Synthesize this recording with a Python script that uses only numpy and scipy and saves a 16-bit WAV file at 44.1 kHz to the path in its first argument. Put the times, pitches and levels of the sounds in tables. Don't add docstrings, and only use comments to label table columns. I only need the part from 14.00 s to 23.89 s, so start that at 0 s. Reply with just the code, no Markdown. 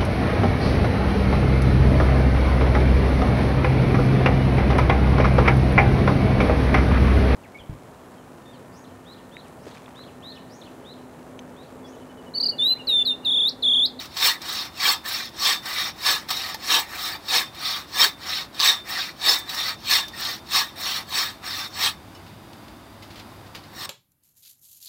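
import sys
import numpy as np
from scipy import signal
from scipy.fft import rfft, irfft, next_fast_len
from scipy.io import wavfile
from scipy.ndimage import uniform_filter1d, map_coordinates

SR = 44100
rng = np.random.default_rng(int(sys.argv[2]) if len(sys.argv) > 2 else 0)


def store_wav(level_fs):
    pcm = np.round(np.clip(np.atleast_2d(level_fs), -1, 1) * 32767)
    wavfile.write(sys.argv[1], SR, pcm.T.astype(np.int16))


N = 436149
T = np.arange(N) / SR
SIZE = next_fast_len(N, True)
FREQ = np.maximum(np.arange(SIZE // 2 + 1) * SR / SIZE, 1)

# frequency in Hz, gain in dB.
TOWN_EQ = [(15, -50), (25, -31.5), (53, -9), (91, -6.5), (193, -9.5), (281, -10), (349, -9.5), (457, -14),
           (552, -10), (684, -9), (970, -9), (1950, -18), (3000, -22), (6920, -31), (15500, -31.5)]
# centre in Hz, width in Hz, boost in dB.
TOWN_HUMPS = [(322, 124, 6.5), (3660, 330, 6), (4760, 500, 6.5)]
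# time in seconds, rumble level in dB.
TRAFFIC_SWELL = [(0.0, -53.5), (4.4, -53), (6.2, -51), (7.3, -52), (8.2, -49), (9.1, -52), (9.89, -51)]
# time in seconds, pitch in Hz, relative level in dB.
ENGINE_DRONE = [(0, 98, -87), (6, 99.9, -57), (8.2, 97.1, -47.5), (8.9, 100, -51), (9.4, 105.8, -48),
                (9.89, 101, -46.5)]
# start in seconds, level in dB, fade in seconds.
SHOE_SCUFFS = [(8.147, -50, .02), (8.26, -51, 0.037), (8.528, -46, 0.008), (8.678, -46, .005),
               (9.018, -42, 0.027), (9.10, -48, 0.053), (9.155, -41.5, 0.026), (9.19, -46, 0.018),
               (9.459, -50, 0.011), (9.545, -36, 0.025), (9.63, -52, .05)]
# frequency in Hz, gain in dB.
LITTER_EQ = [(300, -3), (1200, -5), (2200, -0.5), (3300, 0), (4700, 0), (5800, -9), (9000, -18),
             (15500, -18)]
# time in seconds, level in dB.
LOG_KNOCKS = [(2.311, -30), (2.546, -24.5), (3.152, -29)]
# pitch in Hz, gain in dB, time to fade 60 dB in seconds.
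LOG_MODES = [(872, -3, 0.064), (1170, -20, 0.056), (1800, -4, 0.039)]
# time in seconds, level in dB.
FRAME_CLINKS = [(8.149, -45), (8.53, -58)]
# pitch in Hz, gain in dB, time to fade 60 dB in seconds.
FRAME_MODES = [(2960, -3.5, 0.21), (5360, -3, 0.084), (6430, -9, 0.11), (7400, -15, .1), (8250, -14, .08)]
# time in seconds, level in dB.
SPLINTER_CRACKS = [(.056, -36.5), (.418, -34), (1.256, -37), (1.289, -42), (2.544, -27.5), (5.476, -43),
                   (6.082, -33.5), (6.469, -44)]
# frequency in Hz, gain in dB.
SPLINTER_EQ = [(1000, -25), (3500, 7), (5200, 9), (9000, -8), (12000, -3), (15000, -1)]
# frequency in Hz, gain in dB.
GRIND_EQ = [(100, -27), (250, -7.5), (340, -3), (410, -15), (470, 5), (530, -1), (640, -3), (900, -21)]
# peak time in seconds, pitch in Hz, level in dB.
BLADE_SQUEALS = [(.314, 1924, -26), (.865, 3230, -24), (.934, 7500, -33.5), (1.064, 1765, -35.5),
                 (1.741, 7838, -44), (2.769, 3170, -25), (3.33, 755, -34.5), (4.032, 3195, -24),
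                 (4.07, 410, -40), (4.691, 7950, -34), (5.297, 5254, -19), (5.494, 3875, -35),
                 (5.986, 2790, -31), (6.623, 1685, -32), (7.48, 8300, -44), (7.874, 3195, -29),
                 (7.886, 11000, -38), (9.85, 8400, -45)]
# pitch in Hz, gain in dB, time to fade 60 dB in seconds.
BLADE_MODES = [(2775, -33, 0.1), (3588, -18.5, 0.3), (3750, -24, 0.2)]
# time in seconds, peak level in dB.
TOOTH_SNAGS = [(2.0655, -9), (2.308, -29), (2.3135, -23), (4.5950, -14), (4.6015, -5), (4.6065, -3),
               (4.6149, -8), (4.664, -8), (5.296, -10), (5.299, -7), (7.862, -7)]
# peak time in seconds, level in dB.
HISS_FLARES = [(.271, -21.5), (.336, -41), (.489, -39), (.535, -36.5), (.924, -25.5), (1.088, -33),
               (1.13, -34), (1.844, -38), (2.8, -30), (2.958, -41), (3.401, -32), (4.046, -24),
               (4.9, -35.5), (5.392, -35), (5.549, -37), (6.207, -34), (6.811, -35), (7.094, -44),
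               (7.48, -46), (7.678, -48)]
# start in seconds, level in dB.
TOOTH_GRABS = [(.168, -23), (.419, -36), (1.057, -31), (1.655, -29), (2.066, -18), (2.288, -26),
               (2.305, -18), (3.284, -28), (3.547, -37.5), (4.544, -39), (4.597, -22), (5.494, -26),
               (5.895, -23), (6.531, -22)]
# frequency in Hz, gain on the cut and on the return in dB.
RASP_EQ = [(150, -26.5, -47), (450, -11, -13), (630, -13.5, -13), (874, -2, -5.5), (1050, 1, -5),
           (1580, -8, -5), (2330, -3, -5.5), (3070, -1.5, -1.5), (4010, 2.5, 3.5), (4920, -2.5, -1),
           (7270, -13, -15), (10300, -16, -18), (13400, -16, -16), (15450, -9, -10)]
# centre and width in Hz, then boost on the cut
# and on the return in dB.
RASP_MODES = [(736, 56, 8.5, 9.5), (857, 20, 4, 4), (1156, 72, 8, 9.5), (1264, 40.7, 6.5, 10),
              (1700, 110, 9, 1), (1830, 106, 8.5, 6.5), (2000, 50, 3, 6.5), (2363, 45, 0, 7),
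              (2870, 36, 0.5, 2.5), (3230, 63, 7, 2), (3390, 60, -1, 4.5), (3603, 61, 8, 5),
              (3762, 110, 5.5, 8.5), (3822, 86, 7.5, 2.5), (3980, 59, 0.5, 4.5), (4220, 140, 5.5, 5),
              (4438, 204, 10, 8.5), (5304, 210, 12.5, 11), (5604, 166, 9, 10), (6000, 100, 4.5, 2),
              (6990, 170, 6, 6), (7730, 123, 12.5, 7), (8180, 350, 9.5, 11), (9180, 270, 4.5, 6.5),
              (11140, 126, 8.5, 13.5), (11680, 160, 9, 7), (12950, 430, 7.5, 6), (13650, 300, 1, 5),
              (14740, 980, 9, 8.5)]
# exponent
# on speed, gain from leaning in at mid-stroke in dB, rise over the stroke in dB.
CUT_RESPONSE = [(0.82, 26.5, 5), (0.24, 37, -4), (0.48, 33.5, -0.5)]
RETURN_RESPONSE = [(1.2, -4.5, -0.5), (1.2, 2.8, 3.5), (1.38, -1.5, -2)]
# start, fastest moment and end in seconds, then in dB the rasp level,
# log body and tooth hiss against the rasp, extra lean, send to the blade ring and deep grind.
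CUT_STROKES = [(0.09, 0.269, 0.41, -16.5, -7, -9, -2.5, -5.0, -1.0),
               (0.675, 0.878, 1.058, -17, -7.0, -10, 4, -1.0, -11),
               (1.252, 1.486, 1.69, -18.5, -7, -9, 9.5, 3, -5.0),
               (1.909, 2.096, 2.302, -20.0, -6.0, -9.0, -1, -19, 5),
               (2.517, 2.754, 2.917, -17.5, -5, -9.5, 1.5, -8, 6.0),
               (3.179, 3.362, 3.54, -18.5, -6, -10.0, 2.0, 1, 6),
               (3.865, 4.037, 4.153, -15.5, -6.5, -9.5, -3.0, -2.0, 1),
               (4.525, 4.664, 4.83, -16.5, -7.5, -10.5, -5.5, 6, -1),
               (5.128, 5.297, 5.506, -17.5, -7, -10.0, 1.5, 5, 0.5),
               (5.772, 5.943, 6.116, -17.0, -8.5, -10, -2.0, 5.5, -1.0),
               (6.443, 6.564, 6.75, -17.5, -8.5, -11, -2.5, -1, -11),
               (6.985, 7.185, 7.46, -22.5, -6.5, -9.5, 5, -3.0, -5.0),
               (7.637, 7.855, 7.99, -20.0, -5.5, -9, 2.5, -4.0, -7),
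               (9.589, 9.866, 9.86, -33.5, -1.5, -7, 2, -8.0, 0.0)]
RETURN_STROKES = [(-0.2, -0.055, 0.1, -34.5, -4, -8.5, 2, -3),
                  (0.396, 0.55, 0.71, -29, -8.0, -12, -0.5, -1.0),
                  (1.03, 1.119, 1.304, -29.5, -7.5, -10.5, -2.0, 0.0),
                  (1.611, 1.81, 1.927, -28, -7.5, -11.0, -3.5, -5.0),
                  (2.268, 2.393, 2.573, -31.5, -6, -10.5, -5, 0.0),
                  (2.848, 3.066, 3.194, -30, -5.5, -9.5, 1, -9),
                  (3.494, 3.724, 3.876, -28.5, -6, -12.0, 9, 1.0),
                  (4.158, 4.358, 4.48, -28, -7.0, -12.0, 6, -7),
                  (4.836, 4.985, 5.139, -28.5, -7.5, -13, 0.0, -13),
                  (5.442, 5.648, 5.77, -27.5, -7, -11, 2.5, 0.0),
                  (6.098, 6.28, 6.41, -29.0, -7.0, -10.5, 4.5, 1),
                  (6.744, 6.921, 7.047, -26.5, -8.0, -10.5, 0.0, -4),
                  (7.413, 7.531, 7.69, -33.0, -6.5, -9.5, -8.0, 6)]


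def undb(db):
    return np.exp(np.asarray(db) * (np.log(10) / 20))


def unit(x):
    return x / np.sqrt(np.mean(x ** 2))


def colour(x, points, modes=()):
    hz, db = np.transpose(points)
    grid = FREQ[::20]
    curve = np.interp(np.log(grid), np.log(hz), db)
    for centre, width, peak in modes:
        curve = curve + peak / (1 + (2 * (grid - centre) / width) ** 2)
    cepstrum = irfft(np.log(undb(curve)))
    half = len(cepstrum) // 2
    cepstrum[1:half] *= 2
    cepstrum[half + 1:] = 0
    return signal.oaconvolve(x, irfft(np.exp(rfft(cepstrum))))[:N]


def band(x, lo, hi):
    rolloff = np.sqrt((1 + (lo / FREQ) ** 20) * (1 + (FREQ / hi) ** 20))
    return unit(irfft(rfft(x, SIZE) / rolloff, SIZE)[:N])


def walk(rate):
    knots = rng.standard_normal(int(N / SR * rate) + 2)
    return unit(np.interp(T * rate, np.arange(len(knots)), knots))


def grains(rate, spread_db):
    size = undb(spread_db * np.minimum(rng.exponential(size=N), 3))
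    return unit((rng.random(N) < rate / SR) * size * np.sign(rng.standard_normal(N)))


def bursts(events, fade_s):
    t = T[:SR // 10]
    jolts = np.zeros(N)
    for s, db in events:
        i = int(s * SR)
        jolts[i:i + len(t)] += undb(db) * np.exp(-t / fade_s)
    return jolts


def bell(peak_s, length_s):
    on = slice(*np.searchsorted(T, [peak_s - 2 * length_s, peak_s + 2 * length_s]))
    return on, np.exp(-2 * ((T[on] - peak_s) / length_s) ** 2)


def town(rumble_db, swell_db, air_db, engine_db):
    wash = colour(rng.standard_normal(N), TOWN_EQ, TOWN_HUMPS)
    traffic_db = np.interp(T, *np.transpose(TRAFFIC_SWELL))
    rumble = band(wash, 20, 220) * undb(traffic_db + rumble_db + swell_db * walk(8))
    air = band(wash, 220, 15700) * undb(air_db + .5 * walk(7.4))
    s, hz, db = np.transpose(ENGINE_DRONE)
    phase = np.cumsum(np.interp(T, s, hz) * (1 + 0.019 * walk(12))) / SR
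    engine = unit(np.sin(2 * np.pi * phase)) * undb(np.interp(T, s, db) + engine_db + 2.3 * walk(8.2))
    return rumble + air + engine


def yard(x, wet_db, t60_s, wall_s, dull_hz):
    t = T[:SR // 2]
    tail = rng.standard_normal(len(t)) * np.exp(-np.log(1000) * t / t60_s) * (t > wall_s)
    tail = signal.sosfilt(signal.butter(1, dull_hz, fs=SR, output="sos"), tail)
    return x + undb(wet_db) * signal.fftconvolve(x, tail / np.linalg.norm(tail))[:N]


def footsteps(press_s):
    t = T[:SR // 4]
    attack = np.minimum(t / press_s, 1)
    weight = np.zeros(N)
    for s, db, fade in SHOE_SCUFFS:
        i = int(s * SR)
        weight[i:i + len(t)] += undb(db) * attack * np.exp(-np.maximum(t - press_s, 0) / fade)
    return weight * unit(colour(grains(rate=2300, spread_db=3.0), LITTER_EQ))


def struck(blows, modes):
    t = T[:SR // 2]
    taps = np.zeros(N)
    for s, db in blows:
        taps[int(s * SR)] += undb(db)
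    ring = sum(undb(db) * np.sin(2 * np.pi * hz * t) * np.exp(-np.log(1000) * t / t60)
               for hz, db, t60 in modes)
    return signal.fftconvolve(taps, ring)[:N]


def splinters(fade_s):
    return bursts(SPLINTER_CRACKS, fade_s) * unit(colour(rng.standard_normal(N), SPLINTER_EQ))


def log_grind(rasp, grind_db, steepness):
    force = np.sqrt(np.maximum(uniform_filter1d(rasp ** 2, SR // 40), 1e-12))
    _, fastest, *_, depth_db = np.transpose(CUT_STROKES)
    depth = undb(grind_db + np.interp(T, fastest, depth_db))
    grind = unit(colour(grains(rate=1700, spread_db=4.0), GRIND_EQ))
    return depth * (force / force.max()) ** steepness * grind


def squeals(length_s, waver, rough_db):
    wobble = 1 + waver * walk(300)
    grit = undb(rough_db * walk(250))
    out = np.zeros(N)
    for s, hz, db in BLADE_SQUEALS:
        on, swell = bell(s, length_s)
        tone = np.sqrt(2) * np.sin(2 * np.pi * np.cumsum(hz * wobble[on]) / SR)
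        out[on] += undb(db) * swell * grit[on] * tone
    return out


def blade_ring(rasp, waver, beat_db):
    freedom, out = np.zeros(N), np.zeros(N)
    for start, fastest, end, _, _, _, _, ring_db, *_ in [*CUT_STROKES, *RETURN_STROKES]:
        on, _ = arm(start, fastest, end)
        freedom[on] = np.maximum(freedom[on], undb(ring_db))
    power = (rasp * freedom) ** 2
    clock = np.cumsum(1 + waver * walk(70)) / SR
    for hz, db, t60 in BLADE_MODES:
        feedback = np.exp(-2 * np.log(1000) / (t60 * SR))
        energy = signal.lfilter([1], [1, -feedback], power + 1e-18)
        out += undb(db) * unit(np.sqrt(energy) * np.sin(2 * np.pi * hz * clock))
    return np.std(rasp) * undb(beat_db * walk(25)) * out


def saw_resonance(drive, side=0):
    return colour(drive, np.array(RASP_EQ)[:, [0, 1 + side]], np.array(RASP_MODES)[:, [0, 1, 2 + side]])


def snags(ring_hz, decay_s, crack):
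    t = T[:SR // 100]
    envelope = t / decay_s * np.exp(1 - t / decay_s)
    out = np.zeros(N)
    for s, db in TOOTH_SNAGS:
        snap = np.sin(2 * np.pi * ring_hz * t) + crack * rng.standard_normal(len(t))
        i = int(s * SR)
        out[i:i + len(t)] += undb(db) * snap * envelope
    return out


def hiss_flares(length_s):
    envelope = np.zeros(N)
    for s, db in HISS_FLARES:
        on, swell = bell(s, length_s)
        envelope[on] += undb(db) * swell
    scrape = saw_resonance(grains(rate=4600, spread_db=3.0))
    highpass = signal.butter(8, 6500, "high", fs=SR, output="sos")
    return envelope * unit(signal.sosfilt(highpass, scrape))


def grabs(fade_s, grip_s):
    hold = np.maximum(uniform_filter1d(bursts(TOOTH_GRABS, fade_s), int(grip_s * SR)), 0)
    return hold * unit(saw_resonance(rng.standard_normal(N)))


def chirps(rate, ring_s, spread_db):
    t = T[:SR // 60]
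    envelope = (1 - np.exp(-t / .0005)) * np.exp(-t / ring_s)
    when, pitch, size, phase = rng.random((int(rate * N / SR), 4)).T
    hz = 1400 + 14200 * pitch
    gains = undb(spread_db * np.minimum(-np.log(1 - size), 3))
    tones = np.sin((2 * np.pi * (np.outer(hz, t) + phase[:, None])).astype(np.float32))
    out = np.zeros(N + len(t))
    for i, gain, tone in zip((when * N).astype(int), gains, tones):
        out[i:i + len(t)] += gain * envelope * tone
    return unit(out[:N])


def sliding(x, depth_db, rate, width_hz):
    hz, s, frames = signal.stft(x, SR, nperseg=512)
    field = rng.standard_normal((160, 800))
    position = np.meshgrid(hz / width_hz, s * rate, indexing="ij")
    sway = map_coordinates(field, position, order=1, mode="mirror")
    return signal.istft(frames * undb(depth_db * sway), SR, nperseg=512)[1][:N]


def arm(start, fastest, end):
    on = slice(*np.searchsorted(T, [start, end]))
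    progress = np.interp(T[on], [start, fastest, end], [0, .5, 1])
    return on, np.maximum(np.sin(np.pi * progress), 0)


def strokes(table, response, side, lean_shape, grain_db, flutter_db, tooth_rate, bite,
            fibre_rate, fibre_db, uneven_db, chirp_db, trim_db):
    speed, gains = np.zeros(N), np.zeros((3, N))
    for start, fastest, end, rasp_db, body_db, hiss_db, extra_db, *_ in table:
        on, pace = arm(start, fastest, end)
        speed[on] = np.maximum(speed[on], pace)
        slack = (1 - pace ** 2) ** lean_shape
        travel = (T[on] - fastest) / (end - start)
        for k, ((power, lean_db, rise_db), tone_db) in enumerate(zip(response, (body_db, 0, hiss_db))):
            db = rasp_db + tone_db + trim_db - (lean_db + extra_db) * slack + rise_db * travel
            gains[k, on] = np.hypot(gains[k, on], pace ** power * undb(db))
    wood_db = grain_db * walk(30)
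    body, steel, hiss = [gain * undb(wood_db + flutter_db * walk(32)) for gain in gains]
    tooth_phase = np.cumsum(tooth_rate * (.15 + speed) * (1 + .2 * walk(120))) / SR % 1
    pressure = (1 + bite * np.exp(-tooth_phase / 0.15)) * undb(uneven_db * walk(110) + 0.35 * walk(400))
    tearing = unit(pressure * (grains(fibre_rate, fibre_db) + 0.6 * rng.standard_normal(N)))
    drive = tearing + undb(chirp_db) * chirps(rate=900, ring_s=0.0081, spread_db=3.5)
    rasp = saw_resonance(sliding(drive, depth_db=2.5, rate=24, width_hz=385.4), side)
    return body * band(rasp, 60, 2400) + steel * band(rasp, 2400, 6500) + hiss * band(rasp, 6500, 15700)


def scene():
    cut = strokes(CUT_STROKES, CUT_RESPONSE, side=0, lean_shape=.9, grain_db=.35, flutter_db=.4,
                  tooth_rate=328.4, bite=0.56, fibre_rate=9000, fibre_db=2.5,
                  uneven_db=.7, chirp_db=-5.5, trim_db=-0.34)
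    back = strokes(RETURN_STROKES, RETURN_RESPONSE, side=1, lean_shape=1, grain_db=.47, flutter_db=1.04,
                   tooth_rate=301.5, bite=0.48, fibre_rate=10000, fibre_db=1.9,
                   uneven_db=1.0, chirp_db=-6, trim_db=0.0)
    saw = cut + back + grabs(fade_s=0.015, grip_s=0.005) + hiss_flares(length_s=.016)
    saw += snags(ring_hz=4440, decay_s=0.00021, crack=0.081)
    steel = squeals(length_s=.016, waver=0.012, rough_db=3.5) + blade_ring(saw, waver=.0015, beat_db=1.2)
    wood = log_grind(cut, grind_db=-40.5, steepness=1.5) + splinters(fade_s=0.0068)
    knocks = struck(FRAME_CLINKS, FRAME_MODES) + struck(LOG_KNOCKS, LOG_MODES)
    close = saw + steel + wood + knocks + footsteps(press_s=0.0059)
    foreground = yard(close, wet_db=-14.5, t60_s=0.095, wall_s=0.0048, dull_hz=5900)
    background = town(rumble_db=0.5, swell_db=.5, air_db=-46.75, engine_db=-6.0)
    return (foreground + background)[None]


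def record(dry):
    return signal.sosfilt(signal.ellip(10, .2, 80, 15780, fs=SR, output="sos"), dry)


dry = scene()
out = record(dry)
store_wav(out)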